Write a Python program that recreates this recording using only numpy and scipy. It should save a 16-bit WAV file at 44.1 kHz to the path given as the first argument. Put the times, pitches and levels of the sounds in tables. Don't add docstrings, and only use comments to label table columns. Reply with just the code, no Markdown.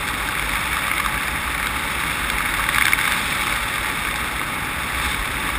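import sys
import numpy as np
from scipy import signal
from scipy.fft import rfft, irfft
from scipy.io import wavfile

SR = 44100
rng = np.random.default_rng(int(sys.argv[2]) if len(sys.argv) > 2 else 0)


def ratio(d):
    e = np.asarray(d, float) / 20
    return 10 ** e


def int16_out(signal):
    q = np.round(np.clip(np.atleast_2d(signal).T, -1, 1) * 32767)
    wavfile.write(sys.argv[1], SR, q.astype(np.int16))


N = 246078


def evened(x):
    return x / np.sqrt(np.mean(x ** 2) + 1e-20)


def peaked(x):
    return x / abs(x).max()


def along(rows):
    times, *columns = np.transpose(rows)
    return [np.interp(np.arange(N) / SR, times, column) for column in columns]


def wander(rate_hz, slowest_hz=0.77):
    hz = np.fft.rfftfreq(N, 1 / SR)
    shape = np.exp(-(hz / rate_hz) ** 2) * hz ** 2 / (hz ** 2 + slowest_hz ** 2)
    return evened(irfft(rfft(rng.standard_normal(N)) * shape, N))


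# (time [s], level [dB])
BUFFET_LEVEL = [(0, -34.5), (1.4, -35), (2.8, -34), (3.6, -34.5), (4.4, -34.5), (5.58, -33.5)]
# (frequency [Hz], relative density [dB per Hz])
BUFFET_SPECTRUM = [(12, -34), (22, -13), (38, -8), (56, -14), (75, -4), (110, -7), (140, -5.5), (165, -6.5),
                   (226, -8.5), (274, -6.5), (355, -12), (520, -17), (680, -43), (1140, -120)]


def buffeting():
    hz = np.fft.rfftfreq(N, 1 / SR)
    corner_hz, density_db = np.transpose(BUFFET_SPECTRUM)
    gain = ratio(np.interp(np.log(hz + 1), np.log(corner_hz), density_db))
    lumps = irfft(rfft(rng.standard_normal(N)) * gain, N)
    uneven = lumps * ratio(0.47 * wander(rate_hz=13, slowest_hz=3.0))
    level_db, = along(BUFFET_LEVEL)
    return evened(uneven) * ratio(level_db)


# (time [s], mean level [dB], mean pitch [Hz])
EDDY_THROB = [(0, -38, 52), (.35, -33, 52), (.56, -32.5, 53), (.8, -38, 60), (1.2, -33, 54),
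              (1.42, -34.5, 62.5), (1.65, -32, 52.7), (1.97, -38, 62.9), (2.3, -32.5, 52.1),
              (2.58, -34, 48.2), (2.75, -37.5, 53.9), (3.2, -42, 53.9), (3.55, -34, 51.4),
              (3.92, -41, 54.8), (4.1, -34.5, 57.6), (4.5, -42.5, 54.7), (4.85, -36, 63),
              (5.1, -28.5, 57.6), (5.3, -36.5, 50), (5.58, -30, 55)]


def throb():
    level_db, hz = along(EDDY_THROB)
    turns = np.cumsum(hz * (1 + 0.094 * wander(rate_hz=46))) / SR
    swell = evened(1 + 0.78 * wander(rate_hz=11, slowest_hz=4.4))
    tone = np.sqrt(2) * np.sin(2 * np.pi * turns)
    return ratio(level_db) * swell * tone


# (mode frequency [Hz], width at -6 dB [Hz], relative gain [dB])
HOUSING_MODES = [(568, 70, -8), (648, 470, -16), (858, 75, -1.5), (904, 343, -6.5), (1161, 204, 0),
                 (1285, 132, -1.5), (1570, 510, -1.5), (1873, 350, -2.5), (2202, 323, 1), (2472, 600, -5),
                 (2737, 185, -8), (3123, 260, -12), (3390, 240, -8), (3570, 193, -5.5), (3754, 300, -8.5),
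                 (4260, 1430, -18.5), (4755, 280, -20), (5278, 380, -16), (5700, 520, -28.5)]


def housing(low_hz, high_hz):
    size = 4096
    hz = abs(np.fft.fftfreq(size, 1 / SR))
    power = np.zeros(size)
    for mode_hz, width_hz, gain_db in HOUSING_MODES:
        if low_hz <= mode_hz < high_hz:
            detuning = 2 * (hz - mode_hz) / width_hz
            power += ratio(2 * gain_db) / (1 + detuning ** 2) ** 2
    log_gain = np.log(power + 1e-10) / 2
    spectrum = np.exp(np.conj(signal.hilbert(log_gain)))
    return np.fft.ifft(spectrum).real[:size // 2]


# (time [s], nominal level [dB], brightness added to the upper modes [dB])
AIRSTREAM = [(0, -25.5, 1.5), (.6, -23.5, 1.2), (1.1, -23.5, 0), (1.4, -24.5, 0), (2.1, -23.5, 1.7),
             (2.45, -22.5, -1.2), (2.7, -22.5, 1.5), (2.88, -21, 2), (2.96, -24, 1), (3.03, -21, 1.7),
             (3.3, -22, 2.5), (4.1, -25, 1.2), (4.75, -25.5, -0.3), (5.0, -24, 1), (5.03, -22.5, 3),
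             (5.13, -23.5, 3.5), (5.16, -25, 1), (5.58, -24.6, .3)]


def roar():
    level_db, bright_db = along(AIRSTREAM)
    mean_db = level_db.mean()
    swell_db = level_db - mean_db
    flutter_db = 0.79 * wander(rate_hz=86, slowest_hz=10.0) + .5 * wander(rate_hz=220, slowest_hz=30)
    # (from [Hz], to [Hz], share of swell and flutter, added level [dB], own flutter [dB], ticks re hiss [dB])
    groups = [(0, 1000, 0.19, 0.2, 0.76, -26.0), (1000, 1420, 0.35, 0.32, 0.54, -9.5),
              (1420, 2900, 0.99, 0.08, 0.44, -8.5), (2900, 9000, 0.97, bright_db, 0.98, -10.0)]
    landing = rng.random(N) < 75 / SR
    tick_decay = np.exp(-np.arange(300) / 60.)
    out = np.zeros(N)
    for low_hz, high_hz, share, added_db, own_db, ticks_db in groups:
        own_flutter_db = own_db * wander(rate_hz=54, slowest_hz=19)
        hiss = rng.standard_normal(N) * ratio(share * flutter_db + own_flutter_db)
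        ticks = landing * ratio(3.8 * np.minimum(rng.exponential(1, N), 3.0))
        puffs = signal.oaconvolve(ticks, tick_decay)[:N] * rng.standard_normal(N)
        drive = evened(hiss) + ratio(ticks_db) * evened(puffs)
        drive = drive * ratio(added_db + share * swell_db)
        out += signal.oaconvolve(drive, housing(low_hz, high_hz))[:N]
    return ratio(mean_db) * evened(out)


# (mean pitch [Hz], mean crack re the blow's peak [dB])
LIGHT_SPOTS = [(1200, -10), (1620, -10), (2190, -14)]


def light_slaps():
    count = 36
    when, spot = rng.random((count, 2)).T
    strength, place, sharp = rng.standard_normal((count, 3)).T
    hz, crack_db = np.array(LIGHT_SPOTS)[(spot * len(LIGHT_SPOTS)).astype(int)].T
    roar_db = along(AIRSTREAM)[0][(when * N).astype(int)]
    peak_db = roar_db + 9.5 + 1.9 * strength
    return list(zip(when * N / SR, peak_db, hz * (1 + .05 * place), crack_db + 2.2 * sharp))


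# (time [s], peak before the crack [dB], pitch of the spot struck [Hz], crack re that peak [dB])
HARD_SLAPS = [(0.2874, -11.5, 1590, -11), (0.3942, -9, 2190, -11), (0.4922, -11.5, 2160, -10),
              (0.5547, -11, 2200, -12), (0.7301, -8.5, 2290, -14), (0.7679, -11, 1160, -6),
              (0.9134, -6.5, 2120, -20), (0.9362, -12, 2220, -16), (0.9794, -12.5, 2120, -6),
              (0.9984, -10.5, 1130, -10), (1.0015, -7.5, 2200, -15), (1.0603, -10, 1140, -8),
              (1.659, -15, 2130, -15), (1.6692, -11, 1510, -2), (2.0362, -10, 2140, -16),
              (2.0975, -12, 2160, -18), (2.3, -9.5, 1550, -3), (2.4052, -10.5, 1560, -16),
              (2.4571, -12, 2200, -15), (2.5391, -10, 1720, -5), (2.604, -11.5, 1600, -12),
              (2.689, -3, 1890, -13.5), (2.7453, -10, 2280, -5), (2.7589, -5.5, 2180, -14),
              (2.7829, -2, 1620, -11), (2.8106, -7, 1780, -10), (2.8217, -3.5, 2190, -15),
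              (2.8539, -4, 1640, -7), (2.8664, -3.5, 2220, -18), (2.8812, -4.5, 1570, -6.5),
              (2.9214, -9, 1690, -13), (2.933, 0.5, 2200, -21), (2.9885, -7, 1526, -10),
              (2.9991, -12, 2150, -14), (3.0113, -9, 2150, -12), (3.0527, -10, 2230, -13),
              (3.0772, -7, 1500, -12), (3.1199, -10, 1546, -3.5), (3.4092, -12.5, 2320, -14),
              (3.4678, -12, 1160, -9), (3.7386, -13, 1610, -11), (3.78, -13, 1150, -14),
              (3.8458, -10.5, 1700, -18), (3.8587, -12, 2305, -15), (4.0868, -10.5, 1610, -17),
              (4.1583, -12.5, 1568, -5.5), (4.2744, -15.5, 1618, -10), (5.5014, -15.5, 2262, -14)]
CONTACT_MS, CONTACT_SPREAD = 2.01, .2


def slaps():
    out, t = np.zeros(N + SR), np.arange(600) / SR
    lower, upper = housing(1000, 2900), housing(2900, 9000)
    rows = HARD_SLAPS + light_slaps()
    noise = rng.standard_normal((len(rows), 2, len(t)))
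    lengths_ms = CONTACT_MS * (1 + CONTACT_SPREAD * rng.uniform(-0.9, 1, len(rows)))

    def response(force, modes):
        return peaked(signal.oaconvolve(force, modes)[:1200])

    for (start_s, peak_db, hz, crack_db), (grit, spray), ms in zip(rows, noise, lengths_ms):
        rise = 1 - np.exp(-t / .0003)
        release = np.exp(-(t / (ms / 1000)) ** 2 / 1.6)
        contact = rise * release
        ring = response(contact * np.sin(2 * np.pi * hz * t), lower)
        jolt = response(contact * grit, lower)
        crack = response(contact * spray, upper)
        blow = peaked(ring + 0.91 * jolt) + ratio(crack_db) * crack
        at = round(start_s * SR)
        out[at:at + len(blow)] += ratio(peak_db) * blow
    return out[:N]


def scene():
    return (roar() + slaps() + buffeting() + throb())[None]


def band_limit(x):
    return signal.sosfilt(signal.butter(12, 16200, fs=SR, output="sos"), x)


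def record(dry):
    held_rate, edge_hz = 12000, 15320
    sampled = signal.resample_poly(dry, held_rate, SR, axis=1)
    held = np.repeat(sampled, 4, axis=1)
    converted = signal.resample_poly(held, SR, 4 * held_rate, axis=1)[:, :N]
    low_pass = signal.firwin(351, edge_hz, window=("kaiser", 2.2), fs=SR)
    finished = signal.oaconvolve(converted, low_pass[None], "same")
    return band_limit(finished)


dry = scene()
out = record(dry)
int16_out(out)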